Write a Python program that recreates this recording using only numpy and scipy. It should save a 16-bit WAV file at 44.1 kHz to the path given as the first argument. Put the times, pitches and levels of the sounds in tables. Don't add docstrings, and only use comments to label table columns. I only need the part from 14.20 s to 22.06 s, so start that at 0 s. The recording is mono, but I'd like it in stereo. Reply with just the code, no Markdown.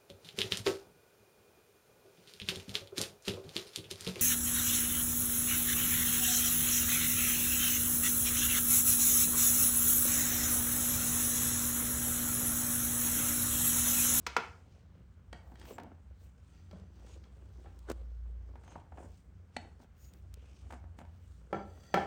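import sys
import numpy as np
from scipy import signal
from scipy.fft import rfft, irfft
from scipy.io import wavfile
from scipy.ndimage import uniform_filter1d

SR = 44100
rng = np.random.default_rng(int(sys.argv[2]) if len(sys.argv) > 2 else 0)


def nominal_scale(level):
    x = np.asarray(level, float) / 20
    return 10 ** x


def dump_mix(stems):
    frames = np.atleast_2d(stems).T
    limited = np.clip(frames, -1, 1)
    pcm = np.round(limited * 32767).astype(np.int16)
    wavfile.write(sys.argv[1], SR, pcm)


N = 346626


def rms_one(x):
    return x / np.sqrt(np.mean(x ** 2) + 1e-20)


def in_time(rows):
    s, *columns = np.transpose(rows)
    return [np.interp(np.arange(N) / SR, s, c) for c in columns]


def at_hz(points, hz):
    table_hz, value = np.transpose(points)
    return np.interp(np.log(hz), np.log(table_hz), value)


def drift(rate_per_s):
    steps_per_s = 40
    steps = rng.standard_normal(int(N / SR * steps_per_s) + 2)
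    slow = uniform_filter1d(steps, size=max(int(steps_per_s / rate_per_s), 1))
    return np.interp(np.arange(N) / SR * steps_per_s, np.arange(len(slow)), rms_one(slow))


def band(x, low_hz, high_hz):
    return signal.sosfilt(signal.butter(2, [low_hz, high_hz], "band", fs=SR, output="sos"), x)


def bands(white):
    # hz, correlation
    likeness = [(30, 0.72), (125, 1), (300, 0.33), (700, 0.043), (2000, 0.18), (5000, 0.15), (9000, 0.15),
                (14000, 0.95)]
    edges_hz = 25 * 2 ** np.arange(0, 9.6, .5)
    for k, (low, high) in enumerate(zip(edges_hz, edges_hz[1:])):
        mid, side = band(white[k % 2], low, high)
        hz = np.sqrt(low * high)
        alike = np.clip(at_hz(likeness, hz), -1, 1)
        yield hz, np.sqrt(1 + alike) * mid + np.sqrt(1 - alike) * side * [[1], [-1]]


def coloured(white, spectrum, patchy_db):
    low, high = spectrum[0][0], spectrum[-1][0]
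    parts = [nominal_scale(at_hz(spectrum, hz) + patchy_db * drift(10)) * part
             for hz, part in bands(white) if low <= hz <= high]
    return rms_one(sum(parts))


def grit(per_s, spread_db, grain_s):
    hits = rng.random(N) < per_s / SR
    grains = hits * nominal_scale(spread_db * np.minimum(rng.exponential(1, N), 4))
    swell = signal.lfilter([1], [1, -np.exp(-1 / (grain_s * SR))], grains)
    return rng.standard_normal((2, 2, N)) * (1 + swell)


def knocks(rows, modes, lag_s, contact_s, ring_db, top_db, room_db):
    hz, mode_db, t60_s = np.transpose(modes)[:, :, None]
    t = np.arange(8192) / SR
    f = np.maximum(np.arange(4097) * SR / 8192, 20)
    out = np.zeros((2, 2, N + len(t)))
    chance = rng.normal(0, 1, (len(rows), len(modes)))
    rough = rng.normal(0, 1, (len(rows), len(t)))
    waves = nominal_scale(mode_db - 60 * t / t60_s) * np.sin(2 * np.pi * hz * t)
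    waves = waves * np.cos(2 * np.pi * 0.0056 * hz * t)
    shape = np.exp(-t / contact_s) * (1 - np.exp(-t / 0.00095))
    side = np.array([[.5], [-.5]])
    apart = np.clip(2 - f / 4500, 0, 1)
    delay_s = side * lag_s * (0.49 + 0.46 * apart)
    for (s, peak_db, low_db, high_db, pan_db), luck, noise in zip(rows, chance, rough):
        touch = rfft(noise * shape)
        flat = irfft(touch / np.abs(touch))
        touch = rfft(flat * np.sqrt(shape))
        ring = nominal_scale(1.5 * luck) @ waves
        body = 1 + nominal_scale(ring_db) * rfft(ring)
        tilt = nominal_scale(at_hz([(40, low_db - 15.5), (250, low_db), (1000, 0.019), (5000, high_db),
                          (16000, high_db + top_db)], f))
        pan = nominal_scale(side * pan_db * np.clip(f / 600, 0, 1) * apart)
        near = pan * np.exp(-2j * np.pi * f * delay_s)
        sound = np.roll(irfft(touch * body * tilt * near), 20, axis=1) * (t < .17)
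        sound = sound * nominal_scale(peak_db) / np.max(np.abs(sound))
        at = round(s * SR) - 20
        out[:, :, at:at + len(t)] += sound * nominal_scale(np.array([0, room_db]))[:, None, None]
    return out[:, :, :N]


def shards():
    # start_s, peak_db, bass_db (250 Hz), treble_db (5 kHz), left_over_right_db
    blows = [(0.065, -16.5, -19, 2, 7), (0.165, -8.5, -21, -11, 7), (0.181, -31.5, 3, -41, 7)]
    # pitch_hz, level_db, t60_s
    modes = [(486, 8.5, 0.03), (660, -5, .015), (992, -9, 0.049), (1420, 3, 0.024), (1650, -7, 0.013),
             (1970, -8.5, 0.0041), (2340, -2, 0.02), (2630, -0.5, 0.035), (3120, -2, 0.014),
             (3530, 0, 0.014), (4260, -1.5, 0.0055), (7100, -6.5, .008)]
    return knocks(blows, modes, lag_s=-0.00015, contact_s=0.008, ring_db=-35, top_db=-28.5, room_db=-11.5)


def slabs():
    # start_s, peak_db, bass_db (250 Hz), treble_db (5 kHz), left_over_right_db
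    blows = [(2.511, -42.5, 3.5, 4, 24), (2.869, -50, -9, -2, 12), (3.038, -49, -1, 3, 23),
             (3.458, -45.5, -27, -26, -7), (7.328, -19.5, -11, -22, 6.5), (7.344, -22.5, -9.5, -38, -13),
             (7.633, -50, -25, -1, 23), (7.741, -10.5, -16.5, -14.5, 9), (7.772, -16, -16, -35, -6)]
    # pitch_hz, level_db, t60_s
    modes = [(201.7, 1, 0.21), (340, 2, 0.027), (358, -2, 0.03), (424, -1, 0.046), (524, -23.5, 0.034),
             (566, 9.5, 0.014), (790, 0, 0.036), (827, -7.5, 0.014), (987, -16.5, 0.044),
             (1347, -5.5, 0.089), (1788, -3.5, 0.024), (1980, -10.5, 0.02), (2332, -2, 0.029),
             (2580, -11, 0.019), (3346, 0.5, 0.029), (4730, -12, 0.023), (6360, -27, 0.024)]
    return knocks(blows, modes, lag_s=-0.00013, contact_s=0.0049, ring_db=-30.5, top_db=-20, room_db=-7)


def tub_pile():
    # start_s, peak_db, bass_db (250 Hz), treble_db (5 kHz), left_over_right_db
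    blows = [(1.318, -45, -2, -34, 11), (1.452, -40.5, -22, -14, 9), (1.582, -31, -17.5, -31, 3),
             (1.598, -36.5, 2, -18, 20), (1.642, -46, 4, -41, 3), (4.355, -43, -11, -30.5, 0.5),
             (4.436, -48.5, -14, -22, -9), (4.477, -47.5, -23, -28, 2), (4.518, -48, -16, -31, -0.6),
             (4.555, -37, -16, -57, -1), (4.721, -43.5, -13, -42, -0.5), (4.773, -41.5, -12, -32.5, 9),
             (4.782, -39.5, -17, -44, -5), (4.843, -46.5, 12, -27, 1), (5.6, -50.5, -2.5, -37, 1),
             (5.629, -54, -1, -29, -1.5), (6.505, -41, -23, -29, 0), (6.523, -38.5, -11, -23.5, -1.5),
             (6.534, -38, -10.5, -33, -4), (6.639, -45.5, -9, -37, -1), (6.787, -39, -6.5, -19.5, 1.5),
             (6.801, -44, -5, -30, 8), (6.813, -43.5, -3, -31, 1), (6.85, -45, -4, -25, -17)]
    # pitch_hz, level_db, t60_s
    modes = [(268, 8, 0.017), (526, -10, 0.022), (760, -2.5, 0.014), (920, -5, 0.022), (1783, -19, 0.097),
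             (2330, -18, 0.031), (3080, -14, 0.005)]
    return knocks(blows, modes, lag_s=-0.000044, contact_s=0.0059, ring_db=-31, top_db=-5.5, room_db=-9.5)


def wedge():
    # start_s, peak_db, bass_db (250 Hz), treble_db (5 kHz), left_over_right_db
    blows = [(1.128, -34, 2.5, -7.5, 0.6), (1.355, -49, -17, -8, 0.76), (1.414, -46.5, -29, -12, 1.9),
             (1.426, -49.5, -20, -11, 1.4)]
    # pitch_hz, level_db, t60_s
    modes = [(740, -3, .03), (910, -3, .03), (1930, 1, .035), (2300, 0, .02), (3280, 4, .02),
             (4650, 0, .03), (8750, 7, .01)]
    return knocks(blows, modes, lag_s=-0.000058, contact_s=0.0042, ring_db=-30.0, top_db=-13.5, room_db=-6)


def chunk():
    # start_s, peak_db, bass_db (250 Hz), treble_db (5 kHz), left_over_right_db
    blows = [(5.365, -24.5, -2.5, -2.5, 0)]
    # pitch_hz, level_db, t60_s
    modes = [(258, 1, .04), (770, 3, .03), (856, 3, .03), (2000, 1, .028), (2360, 0, .018), (2650, -3, .02),
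             (3040, -3, .02), (3800, -5, .015), (4350, 2, .05), (4480, -1, .03), (6720, -6, .01),
             (8040, 7, .012), (9500, 6, .01)]
    return knocks(blows, modes, lag_s=-0.000065, contact_s=0.0038, ring_db=-27.0, top_db=-16.5, room_db=-12.5)


def near_ticks():
    # start_s, peak_db, bass_db (250 Hz), treble_db (5 kHz), left_over_right_db
    blows = [(1.397, -46, -14, 7, -1), (1.634, -46, -8, -0.5, 4), (3.59, -45.5, -16, 11, -3),
             (3.699, -29, -25, 26, -13.5), (3.7015, -21, 7.5, -29, -11.5), (3.713, -24, 3, -27, -9),
             (3.7165, -33.5, -4.5, 2, 4), (5.936, -44, -21, 7, 4.5), (6.14, -37, -9, 8, 6)]
    # pitch_hz, level_db, t60_s
    modes = [(430, 5, 0.0063), (1620, -12, 0.0045), (5924, -31, 0.0028)]
    return knocks(blows, modes, lag_s=-0.000048, contact_s=0.0016, ring_db=-26.5, top_db=-0.5, room_db=-24)


def floor_thuds():
    # start_s, peak_db, bass_db (250 Hz), treble_db (5 kHz), left_over_right_db
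    blows = [(2.531, -40.5, 6, -38, 6.8), (2.597, -45, 8, -13, 4.7)]
    # pitch_hz, level_db, t60_s
    modes = [(194.6, 4.5, 0.25), (624, 0, 0.027)]
    return knocks(blows, modes, lag_s=-0.00024, contact_s=0.0037, ring_db=-31.5, top_db=-17, room_db=-7.0)


def room(x, first_s=0.0043, swell_s=0.0026):
    # hz, t60_s
    decay = [(150, 0.32), (500, 0.45), (1500, 0.39), (4000, 0.33), (10000, 0.73)]
    # hz, density_db (per Hz)
    colour = [(150, 8.5), (400, 3), (1200, 4), (3000, 3), (6000, -3), (12000, -9)]
    t = np.arange(SR * 3 // 4) / SR
    tail = sum(part * nominal_scale(at_hz(colour, hz) - 60 * t / at_hz(decay, hz))
               for hz, part in bands(rng.standard_normal((2, 2, len(t)))) if hz > 100)
    tail = tail / (1 + np.exp(-(t - first_s) / swell_s))
    tail = tail / np.sqrt(len(t)) / np.sqrt(np.mean(tail ** 2))
    return signal.fftconvolve(x, tail, axes=1)[:, :N]


def rubbing():
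    # middle_s, half_length_s, hiss_db, rustle_db, drag_db
    strokes = [(0.09, 0.31, -74, -85.5, -65), (0.524, 0.088, -74.5, -88.5, -72),
               (0.77, 0.066, -83, -98, -69), (1.312, 0.075, -78, -75, -61), (1.424, 0.043, -64.5, -86, -56),
               (1.503, .05, -60, -56, -52), (1.618, 0.098, -80, -92, -51.5),
               (2.036, 0.052, -76, -71.5, -68), (2.363, 0.19, -73.5, -84, -71.5),
               (2.566, 0.085, -73.5, -91, -62.5), (2.8, 0.085, -73, -81, -64.5),
               (2.907, 0.078, -66, -80, -62.5), (3.054, 0.052, -73, -96, -62),
               (3.46, 0.43, -75.5, -83, -65), (3.703, .02, -56.5, -75.5, -42),
               (3.8, 0.061, -78, -92, -64.5), (4.352, 0.17, -97, -92, -64.5),
               (4.52, 0.094, -68, -89, -60.5), (4.813, .07, -70.5, -80, -55.5),
               (4.93, 0.11, -73.5, -79, -82), (5.361, 0.027, -69, -91, -71), (5.47, 0.067, -93, -99, -61.5),
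               (5.626, 0.028, -71.5, -74, -59.5), (5.841, 0.061, -69.5, -63.5, -84),
               (5.963, .05, -78, -73, -71), (6.31, 0.21, -72.5, -86, -72),
               (6.526, 0.056, -68.5, -92, -60.5), (6.805, 0.028, -70, -99, -58.5),
               (7.05, .2, -76, -80, -75), (7.4, 0.12, -75.5, -94, -59.5), (7.64, 0.176, -70, -73.5, -61.5)]
    # hiss_db, rustle_db, drag_db
    idle_db = [-85.5, -88, -72]
    # hz, density_db (per Hz)
    dust_spectrum = [(1180, -10.5), (2000, -7), (2210, 1), (2410, 4), (3050, -0.5), (5160, -2), (7430, 0),
                     (10500, -28.5), (11000, -57.5), (14300, -53), (22000, -120)]
    # hz, density_db (per Hz)
    drag_spectrum = [(88, -34), (150, -9.5), (303, -1.5), (611, -3), (710, -9.5), (1220, -13.5),
                     (2190, -27), (3000, -30.5), (3900, -56.5), (6600, -120)]
    t = np.arange(N) / SR
    power = nominal_scale(np.array(idle_db))[:, None] ** 2
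    for s, half_s, *db in strokes:
        power = power + nominal_scale(np.array(db))[:, None] ** 2 * np.exp(-((t - s) / half_s) ** 2 * 2)
    dust, fine, drag = np.sqrt(power)
    dust = dust * coloured(grit(60, 1.4, 0.0021), dust_spectrum, patchy_db=-3.0)
    drag = drag * coloured(grit(70, 3.8, 0.0034), drag_spectrum, patchy_db=2.5)
    mid, side = band(grit(60, 3.0, .001)[0], 10750, 22000)
    return dust + drag + fine * rms_one(mid + 1.2 * side * [[1], [-1]])


def sliding_slab():
    # time_s, level_db
    slide_level = [(2.2, -110), (2.35, -76), (2.55, -83), (2.68, -85), (2.9, -80), (3.1, -94), (3.4, -87),
                   (3.55, -110), (7.32, -110), (7.345, -63), (7.45, -80), (7.6, -71), (7.72, -65),
                   (7.86, -81)]
    # pitch_hz, width_hz, level_db
    peaks = [(1370, 56, -6.5), (1900, 77, -5.5), (3380, 97, -8.5), (4580, 140, -8.5), (4700, 120, -6.5),
             (6100, 300, -5.5), (7550, 150, -13)]
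    scrape = grit(80, 3.3, 0.0018)[0]
    song = sum(nominal_scale(db) / np.sqrt(width) * band(scrape, hz - width / 2, hz + width / 2)
               for hz, width, db in peaks)
    level_db, = in_time(slide_level)
    return nominal_scale(level_db) * rms_one(song + .7 * song[::-1])


def squeaks():
    # middle_s, half_length_s, pitch_hz, level_db
    slips = [(1.543, 0.026, 7500, -65.5), (2.926, 0.033, 6760, -72), (4.507, 0.039, 6400, -70),
             (5.856, 0.057, 6750, -72.5)]
    t, noise = np.arange(N) / SR, rng.standard_normal(N)
    return sum(nominal_scale(db) * np.exp(-((t - s) / half_s) ** 2) * rms_one(band(noise, hz - 200, hz + 200))
               for s, half_s, hz, db in slips)


def hum():
    # pitch_hz, level_db, pitch_waver_hz (spread)
    tone_rows = [(62.4, -0.5, 2.6), (86.5, -2.6, 3.2)]
    # time_s, level_db
    level_rows = [(0, -59), (.9, -64.5), (1.1, -57.5), (1.8, -57.5), (2.2, -61.5), (2.6, -57), (3.5, -56.5),
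                  (4.0, -59.5), (4.7, -57), (5.6, -61), (6.6, -53.5), (7.2, -60), (7.86, -53)]
    # time_s, pitch_hz, level_db
    drone_rows = [(3.2, 59.5, -74), (3.48, 58.2, -52), (3.72, 58.6, -48), (3.81, 58.3, -42.5),
                  (4.07, 57.4, -40), (4.18, 58.2, -42), (4.29, 59.6, -46), (4.4, 63.3, -68),
                  (4.6, 63, -110)]
    waver_db, wavers_per_s = 6.5, 13
    level_db, = in_time(level_rows)
    lines = [in_time(drone_rows)]
    for hz, db, by_hz in tone_rows:
        pitch_hz = hz + by_hz * drift(wavers_per_s / 2)
        swing_db = waver_db * np.minimum(drift(wavers_per_s), 1)
        lines.append((pitch_hz, level_db + db + swing_db))
    tones = sum(np.sqrt(2) * nominal_scale(db) * np.sin(2 * np.pi * np.cumsum(hz) / SR) for hz, db in lines)
    return tones * nominal_scale(np.array([[-.3], [.3]]))


def background_air():
    # hz, density_db (per Hz)
    air_spectrum = [(15, -39), (25, -13.5), (55, -1), (82, 0.5), (141, -8), (195, -5.5), (249, -20.5),
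                    (775, -32), (1290, -27.5), (3620, -42.5), (6920, -45), (9070, -47.5), (11000, -69),
                    (13600, -59.5), (16000, -55)]
    return nominal_scale(-59) * coloured(rng.standard_normal((2, 2, N)), air_spectrum, patchy_db=0.64)


def scene():
    direct, send = shards() + slabs() + tub_pile() + wedge() + chunk() + near_ticks() + floor_thuds()
    friction = rubbing() + sliding_slab() + squeaks()
    return direct + room(send) + friction + hum() + background_air()


def roll_off(x):
    return signal.sosfilt(signal.butter(12, 16500, fs=SR, output="sos"), x)


def record(dry):
    x = signal.sosfilt(signal.butter(2, 40, "high", fs=SR, output="sos"), dry)
    x = signal.sosfilt(signal.butter(2, [9900, 12500], "bandstop", fs=SR, output="sos"), x)
    return roll_off(x)


dry = scene()
out = record(dry)
dump_mix(out)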